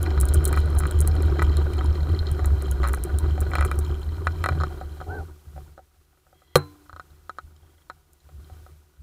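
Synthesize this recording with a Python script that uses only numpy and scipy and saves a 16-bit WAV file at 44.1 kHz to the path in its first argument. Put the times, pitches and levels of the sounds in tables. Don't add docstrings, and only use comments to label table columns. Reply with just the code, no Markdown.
import sys
import numpy as np
from scipy import signal
from scipy.fft import rfft, irfft
from scipy.io import wavfile

SR = 44100
rng = np.random.default_rng(int(sys.argv[2]) if len(sys.argv) > 2 else 0)


def pcm_store(signal):
    levels = np.round(np.clip(np.atleast_2d(signal), -1, 1) * 32767)
    wavfile.write(sys.argv[1], SR, levels.astype(np.int16).T)


N = 397782

# (time [s], level [dB])
BLOW = [(6.5555, -2.5)]
BLOW_S, BLOW_DB = BLOW[0]
# (time halfway up the swell [s], level [dB], bar bending relative to it [dB])
BUMPS = [(0.046, -30.5, -22), (0.174, -13.5, -19), (0.327, -15, -19.5), (0.567, -13, -26),
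         (0.749, -11, -26), (0.949, -9.5, -24), (1.06, -12, -17.5), (1.151, -11.5, -24),
         (1.239, -15, -14.5), (1.432, -10.5, -19), (1.56, -11.5, -20), (1.769, -15, -27), (1.87, -17, -27),
         (2.008, -19, -23), (2.098, -17.5, -8), (2.291, -18.5, -14), (2.414, -17, -28), (2.494, -13, -31),
         (2.671, -16.5, -24), (2.809, -20.5, -14), (2.898, -18.5, -20), (3.125, -16, -37),
         (3.229, -12.5, -29), (3.399, -16, -25), (3.584, -15.5, -41), (3.762, -17.5, -32),
         (3.878, -17, -22), (4.067, -20.5, -34), (4.181, -22.5, -21.5), (4.261, -21, -22),
         (4.355, -22, -20.5), (4.498, -23, -4), (4.578, -19.5, -10), (4.888, -35, -15), (5.085, -26, -18),
         (5.18, -26.5, -19), (5.459, -38, -7), (5.547, -34, -7), (5.699, -45.5, -23), (5.967, -58, -18),
         (6.329, -58.5, -4), (6.926, -43.5, -16), (7.099, -47.5, -13), (7.431, -40, -13), (7.619, -48, -11),
         (7.909, -55, -7), (8.254, -49, -10), (8.34, -35.5, -9.5), (8.506, -35.5, -28), (8.699, -43, -13.5),
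         (8.989, -41, -13)]
# (frequency [Hz], level [dB])
RUB_MODES = [(2000, -3), (3250, 1), (4100, -5)]
FULL_SHAKE_DB = -38
AFTERSHOCK_DB, AFTERSHOCK_T60_S = -54, .7


def from_db(db):
    return 10 ** (np.asarray(db) / 20)


def rms_one(x):
    return x / np.sqrt(np.mean(x ** 2) + 1e-20)


def filtered(x, order, hz, kind="band"):
    return signal.sosfilt(signal.butter(order, hz, kind, fs=SR, output="sos"), x)


def in_time(rows):
    return np.interp(np.arange(N) / SR, *np.transpose(rows))


def drift(rate):
    r = np.exp(-80 * np.pi * rate / SR)
    slow = signal.lfilter([1], [1, -2 * r, r * r], rng.standard_normal(N // 40 + 2002))[2000:]
    return np.interp(np.arange(N) / 40, np.arange(len(slow)), rms_one(slow - slow.mean()))


def ring(clicks, hz, t60):
    r, w = from_db(-60 / (t60 * SR)), 2 * np.pi * hz / SR
    return signal.lfilter([0, np.sin(w)], [1, -2 * r * np.cos(w), r * r], clicks + 1e-18)


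def clicks_at(s, sizes):
    out = np.zeros(N)
    np.add.at(out, np.round(np.asarray(s) * SR).astype(int), sizes)
    return out


def puffs(s, level_db, t60, rise_s=0.00014):
    out = np.zeros(N)
    for start, db, length in zip(s, level_db, np.broadcast_to(t60, len(s))):
        t = np.arange(int(length * SR)) / SR
        i = round(start * SR)
        envelope = from_db(db - 60 * t / length) * (1 - np.exp(-t / rise_s))
        out[i:i + len(t)] += envelope[:N - i]
    return out * rng.choice([-1, 1], N)


def swells(s, peak_db, rise_s=.035, t60=.5):
    t, out = np.arange(SR) / SR, np.zeros(N + SR)
    shape = np.minimum(t / rise_s, 1) * from_db(-60 * np.maximum(t - rise_s, 0) / t60)
    for start, db in zip(s, peak_db):
        i = round((start - rise_s / 2) * SR)
        out[i:i + SR] = np.maximum(out[i:i + SR], from_db(db) * shape)
    return out[:N]


def shaking(shudder_db=-200):
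    # (time [s], level [dB])
    path_shake = [(0.0, -36.5), (0.43, -34), (0.93, -37.5), (1.4, -35.5), (1.9, -38.5), (3.16, -40.5),
                  (3.6, -37.5), (4.1, -45.5), (4.55, -40.5), (4.9, -48.5), (5.24, -52.5), (5.37, -66.5),
                  (5.6, -59), (5.88, -73.5), (6.3, -73.5), (7.08, -67), (8.2, -72), (8.54, -59),
                  (8.85, -71.5), (9.02, -73.5)]
    since = np.arange(N) / SR - BLOW_S
    shudder = (since > 0) * from_db(shudder_db - 60 * np.abs(since) / AFTERSHOCK_T60_S)
    return 20 * np.log10(from_db(in_time(path_shake)) + shudder) - FULL_SHAKE_DB


def follows(shake_db, full_db, slope):
    return from_db(full_db + slope * shake_db)


def strays(per_s, top_db):
    when, chance, softness = rng.random((round(N / SR * per_s), 3)).T
    shake_db = shaking()[(when * N).astype(int)]
    kept = chance < from_db(shake_db)
    return (when * N / SR)[kept], (top_db + shake_db - 7.1 * softness)[kept]


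def hiss():
    # (frequency [Hz], spectral level [dB])
    spectrum = [(150, -27.5), (300, -1), (1000, -4.5), (2000, -5), (4000, -6.5), (10000, -7.5), (15600, -7),
                (16000, -35)]
    # (shaking [dB], level [dB])
    hiss_law = [(-76.5, -72.5), (-65.5, -65), (-54, -60.5), (-33, -59)]
    level_db = np.interp(shaking(AFTERSHOCK_DB) + FULL_SHAKE_DB, *np.transpose(hiss_law))
    level = from_db(level_db + .8 * drift(12))
    hz = np.maximum(np.fft.rfftfreq(N, 1 / SR), 1)
    point_hz, point_db = np.transpose(spectrum)
    colour = from_db(np.interp(np.log(hz), np.log(point_hz), point_db))
    return level * rms_one(irfft(rfft(rng.standard_normal(N)) * colour, N))


def freewheel(start_s=7.625, gap_s=0.039, count=6):
    clicks = clicks_at(start_s + gap_s * np.arange(count), from_db(-64 + rng.normal(0, 2.0, count)))
    return sum(from_db(db) * ring(clicks, hz, .035) for hz, db in RUB_MODES[:2])


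def rubbing():
    # (time [s], level [dB])
    slide = [(6.33, -87), (6.37, -74), (6.45, -75.5), (6.55, -67.5)]
    t = np.arange(N) / SR
    modes = sum(from_db(db) * rms_one(ring(rng.standard_normal(N), hz, .045)) for hz, db in RUB_MODES)
    sliding = (t > slide[0][0]) & (t < slide[-1][0])
    return sliding * from_db(in_time(slide)) * modes


def brake_squeak(start_s=5.085, length_s=0.13, edge_s=0.027):
    whistle_hz, bend_hz, whistle_db, rub_db = 1140, 417, -40, -38.5
    t = np.arange(N) / SR - start_s
    inside_s = np.minimum(t, length_s - t)
    grip = np.clip(inside_s / edge_s, 0, 1)
    pressed = np.clip(inside_s / edge_s + 1, 0, 1)
    arch = np.abs(np.sin(np.pi * np.clip(t / length_s, 0, 1))) ** 0.416
    hz = whistle_hz + bend_hz * arch + 15 * drift(84)
    whistle = np.sqrt(2) * np.sin(2 * np.pi * np.cumsum(hz) / SR)
    rub = rms_one(sum(ring(rng.standard_normal(N), mode_hz, 0.042) for mode_hz in (410, 760)))
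    return grip * from_db(whistle_db + 3.5 * drift(59)) * whistle + pressed * from_db(rub_db) * rub


def cable_ticks(knocks):
    # (time [s], level [dB])
    ticks = [(0.029, -21.5), (0.2017, -21.5), (0.2114, -14.5), (0.2538, -26), (0.286, -25.5), (0.3378, -22),
             (0.3424, -17.5), (0.345, -20), (0.4425, -26), (0.4528, -12.5), (0.4763, -19.5), (0.481, -22),
             (0.5277, -24.5), (0.5626, -31.5), (0.5754, -38), (0.5882, -35), (0.603, -35), (0.7778, -35),
             (0.7858, -22.5), (0.7898, -22), (0.799, -25.5), (0.8686, -29.5), (0.9108, -25.5),
             (0.9892, -34), (1.0045, -18), (1.013, -20.5), (1.0744, -16), (1.2228, -31), (1.425, -24.5),
             (1.5688, -27.5), (2.3146, -29), (2.4575, -22.5), (2.6219, -29), (2.7122, -21.5), (2.8745, -28),
             (2.8853, -26), (2.9325, -22), (2.9463, -25), (3.0374, -20), (3.1865, -20.5), (3.405, -25),
             (3.4112, -28), (3.5533, -30), (3.6082, -33), (3.65, -25), (3.6563, -32), (3.6623, -38),
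             (3.7131, -31), (3.7891, -21), (4.439, -30), (4.4593, -32.5), (4.4877, -38), (6.5567, -17),
             (6.5634, -16.5), (6.57, -20.5), (8.1324, -43)]
    # (frequency [Hz], width [Hz], level [dB])
    housing = [(8980, 1200, -4), (10130, 900, 2), (12600, 3000, 1.5), (15100, 2000, 1.5)]
    s, level_db = np.transpose(ticks)
    stray_s, stray_db = strays(per_s=6.0, top_db=-38.5)
    rebound_s = s + 0.011 * rng.uniform(0.6, 1.2, len(s))
    s = np.concatenate([s, rebound_s, knocks[0], stray_s])
    level_db = np.concatenate([level_db, level_db - 18.5, knocks[1] - 28, stray_db])
    scuff = puffs(s, level_db + 8.0, t60=.0045, rise_s=0.0024) + puffs(s, level_db - 30, t60=.04)
    ringing = sum(from_db(db - 4) * ring(scuff, hz, np.log(1000) / (np.pi * width))
                  for hz, width, db in housing)
    return filtered(1.3 * scuff + ringing, 3, [6900, 15000])


def run_of(row, count, uneven):
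    first, gap, db, gain_db, *colour = row
    scatter = uneven * rng.uniform(-1.1, 1, (count, 2))
    return [(first + gap * (k + 0.27 * late), db + gain_db * k + 5.3 * louder, *colour)
            for k, (late, louder) in enumerate(scatter)]


def loose_parts():
    # (time [s], level [dB], weight [dB], brightness [dB])
    singles = [(0.0628, -25.5, -14, -13), (0.176, -25, -12, -15.5), (0.2316, -28, -9, -18),
               (0.5285, -18, -32, -16), (0.541, -26, -19, -11), (0.573, -17.5, -27, -14.5),
               (0.804, -25, -19, -17), (0.8354, -24, -26, -15), (0.854, -22.5, -20, -14),
               (1.3936, -17, -21, -13), (1.4195, -14, -33, -13.5), (1.8092, -26, -9, -17),
               (2.393, -25, -3.5, -21), (2.4449, -28, -11, -15.5), (2.9375, -20.5, -32, -14),
               (3.3781, -34, 7, -15), (3.5159, -31.5, -8, -5), (3.5347, -18, -12.5, -20),
               (3.5533, -14, -11, -11.5), (3.584, -15.5, -30, -18), (3.5912, -26, -7, -13),
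               (3.6096, -17, -14, -14), (3.6247, -20.5, -14, -14), (3.6478, -22, -11, -12),
               (3.714, -18.5, -22, -13.5), (4.2697, -11.5, -20, -15), (4.4405, -13.5, -24, -13.5),
               (4.4602, -13, -10, -15.5), (4.4879, -13, -13, -14.5), (4.5218, -28, -3, -17),
               (4.602, -26.5, -18, -37), (4.61, -20, -21, -27), (4.618, -28.5, -15, -27),
               (4.6353, -16.5, -13.5, -35), (4.812, -31, 0, -29), (5.0028, -33.5, -24, -30),
               (5.013, -30.5, 1.5, -29), (5.563, -47, 6, -15), (5.5777, -45.5, 8.5, -9),
               (5.778, -41, 1, -32), (5.7908, -49.5, 11, -26), (6.1734, -58, -1, -17),
               (6.2671, -53.5, 0.5, -24), (6.328, -55.5, 8, -18), (6.419, -51, -2.5, -24),
               (6.8613, -49, -14, -24), (7.2948, -23, -18, -30), (7.3852, -25, -20, -32),
               (7.8987, -23.5, -15, -30), (8.2899, -45.5, -2.5, -20), (8.4984, -48.5, 4, -17),
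               (8.6639, -44.5, -2, -20)]
    # (start [s], gap [s], level [dB], gain per touch [dB], weight [dB], brightness [dB])
    rattle = (2.831, .009, -22.5, -.3, -13.5, -15.5)
    ratchet = (6.8952, .0338, -36, 3, -18.5, -32)
    weak = [(s, db, -8, -17) for s, db in zip(*strays(per_s=3.0, top_db=-32.5))]
    runs = run_of(rattle, count=8, uneven=1) + run_of(ratchet, count=4, uneven=0)
    return np.transpose(singles + runs + weak)


def contact_noise(knocks):
    s, level_db, _, bright_db = knocks
    scrape = filtered(puffs(s, level_db + 0.5, t60=.045), 3, [800, 1650])
    snap = filtered(puffs(s, level_db + bright_db + 8.0, t60=.025), 2, [1600, 2700])
    crack = puffs([BLOW_S, BLOW_S], [BLOW_DB - 10, BLOW_DB - 28], t60=[.02, .07])
    rumble = filtered(puffs([BLOW_S], [BLOW_DB - 14], t60=.19), 3, [200, 1500])
    return scrape + snap + rumble + filtered(crack, 1, 12000, "low")


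def blow_ring():
    # (frequency [Hz], level [dB], t60 [s])
    modes = [(145, -10, .17), (296, -36, .8), (474, -33, .33), (813, -26, .14), (1030, -38, .45),
             (1346, -28, .2), (4050, -36, .3), (4135, -32, .2)]
    return sum(ring(clicks_at([BLOW_S], from_db(BLOW_DB + db)), hz, t60) for hz, db, t60 in modes)


def grit(per_s, spread_db):
    sizes = from_db(spread_db * np.minimum(rng.exponential(1, N), 5)) * rng.choice([-1, 1], N)
    return sizes * (rng.random(N) < per_s * from_db(4.0 * drift(20)) / SR)


def frame(knocks):
    # (frequency [Hz], t60 when struck [s], path gain [dB], knock gain [dB], blow gain [dB])
    modes = [(230, .05, -15, -23.5, -17.5), (310.6, 0.15, -3, -29.5, -22), (368.9, .1, 5.5, -11.5, -5.5),
             (493, 0.037, -8.5, -4, -2), (598, 0.024, -6.5, 3, -6), (748, 0.068, -1.5, 2, -18.5),
             (962, 0.049, -3.5, -23.5, -19), (1180, 0.035, -3, -11.5, -9.5),
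             (1283, 0.033, -3.5, 1.5, -10.5), (1452, 0.059, -2.5, -7.5, -18.5),
             (1594, 0.09, -11.5, -43, -22.5), (1960, 0.032, -3, 9, -17), (2372, 0.039, -5.5, 2, -16.5),
             (3150, 0.027, 1, -7.5, -19), (3807, 0.044, -7, -8.5, -23), (4040, 0.055, -4, -16, -18.5),
             (4150, 0.031, -0.5, 0, -12.5), (5240, 0.016, -9, -6.5, -28.5), (7070, 0.011, -10, -1.5, -26.5)]
    # (time [s], level [dB])
    clinks = [(0.2897, -32), (0.457, -31), (0.909, -41), (1.1129, -36), (1.5698, -35), (1.7829, -43),
              (1.8592, -34), (2.031, -44), (2.1909, -32.5), (2.2687, -36), (2.4444, -37), (3.1866, -36),
              (3.8486, -42), (4.0302, -45), (4.3201, -47), (7.1049, -57), (7.5637, -52), (8.2026, -58),
              (8.4447, -54)]
    group_borders = [670, 1800]
    knock_borders = [850, 1800, 2700]
    s, level_db, weight_db, bright_db = knocks
    clink_s, clink_db = np.transpose(clinks)
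    tread = rng.standard_normal(N)
    stones = rms_one(grit(per_s=1700, spread_db=5.5)) + 0.67 * tread
    high_stones = rms_one(grit(per_s=900, spread_db=4.2)) + .5 * tread
    dealt = rng.integers(0, 5, N)
    spread_db = rng.normal(0, 2.0, (len(s), len(modes)))
    rolling, hits = np.zeros((3, N)), np.zeros((2, N))
    for k, (hz, t60, path_db, knock_db, blow_db) in enumerate(modes):
        group = np.searchsorted(group_borders, hz)
        touches = (high_stones if group == 2 else stones) * (dealt == k % 5)
        rolling[group] += from_db(path_db) * rms_one(ring(touches, hz, 0.59 * t60))
        share_db = [weight_db, 0, bright_db, -16.5][np.searchsorted(knock_borders, hz)]
        taps = clicks_at(s, from_db(level_db + share_db + knock_db - 4.5 + spread_db[:, k]))
        if hz > knock_borders[-1]:
            scatter_db = 4.5 * rng.standard_normal(len(clink_s))
            taps += clicks_at(clink_s, from_db(clink_db + knock_db - 2.0 + scatter_db))
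        blow = from_db(BLOW_DB + blow_db) * clicks_at([BLOW_S, BLOW_S + .003], [1, -.6])
        sign = 1 if group == 1 else (-1) ** k
        hits[group // 2] += sign * ring(taps + blow, hz, t60)
    round_hits = filtered(hits[0], 6, 1750, "low")
    round_hits = filtered(round_hits, 2, 250, "high")
    sharp_hits = filtered(hits[1], 2, [1700, 8000])
    shake_db = shaking(AFTERSHOCK_DB)
    low = follows(shake_db, full_db=-37.5, slope=0.99) * rms_one(rolling[0])
    middle = follows(shake_db, full_db=-44.5, slope=0.84) * rms_one(rolling[1])
    high = follows(shake_db, full_db=-52, slope=1) * rms_one(rolling[2])
    return round_hits + sharp_hits + low + middle + high


def bar_sway():
    s, level_db, bend_db = np.transpose(BUMPS)
    lumps = filtered(rng.standard_normal(N), 1, [40, 60])
    lumps = filtered(lumps, 2, 60, "low")
    bend = ring(rng.standard_normal(N), hz=145.5, t60=0.17)
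    lump_level = np.hypot(follows(shaking(), full_db=-36.5, slope=0.94), swells(s, level_db - 24.5))
    bend_bumps = swells(s, level_db + bend_db) / np.sqrt(2)
    bend_level = np.hypot(follows(shaking(), full_db=-40.5, slope=1), bend_bumps)
    return lump_level * rms_one(lumps) + bend_level * rms_one(bend)


def clamp_bounce():
    # (time [s], frequency [Hz])
    pitch = [(0.0, 77.7), (0.17, 72.54), (2.21, 76.95), (3.01, 62.54), (3.16, 77.15), (4.1, 73.7),
             (4.17, 84.2), (4.75, 78.6), (4.82, 69.0), (5.1, 80.5), (5.68, 69.3), (6.51, 77.2),
             (8.87, 75.5), (9.02, 64.6)]
    s, level_db, _ = np.transpose(BUMPS)
    phase = 2 * np.pi * np.cumsum(in_time(pitch) + 3.0 * drift(14)) / SR
    kicks = from_db(-9.5) * rms_one(ring(rng.standard_normal(N), hz=80, t60=0.088))
    bumps = swells(s, level_db - 0.5) / np.sqrt(2)
    level = np.hypot(follows(shaking(), full_db=-26.5, slope=1.15), bumps) * from_db(2.1 * drift(20))
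    struck = ring(clicks_at([BLOW_S], from_db(-25.5)), hz=90, t60=0.36)
    return level * (np.sqrt(2) * np.sin(phase) + kicks) + struck


def scene():
    bed = hiss()
    knocks = loose_parts()
    low_end = clamp_bounce() + bar_sway()
    clatter = frame(knocks) + blow_ring() + contact_noise(knocks) + cable_ticks(knocks)
    return (bed + low_end + clatter + brake_squeak() + rubbing() + freewheel())[None]


def record(dry):
    stopband_hz = 16683
    clipped = np.clip(dry, -.72, .72)
    return signal.sosfilt(signal.cheby2(12, 70, stopband_hz, fs=SR, output="sos"), clipped)


dry = scene()
out = record(dry)
pcm_store(out)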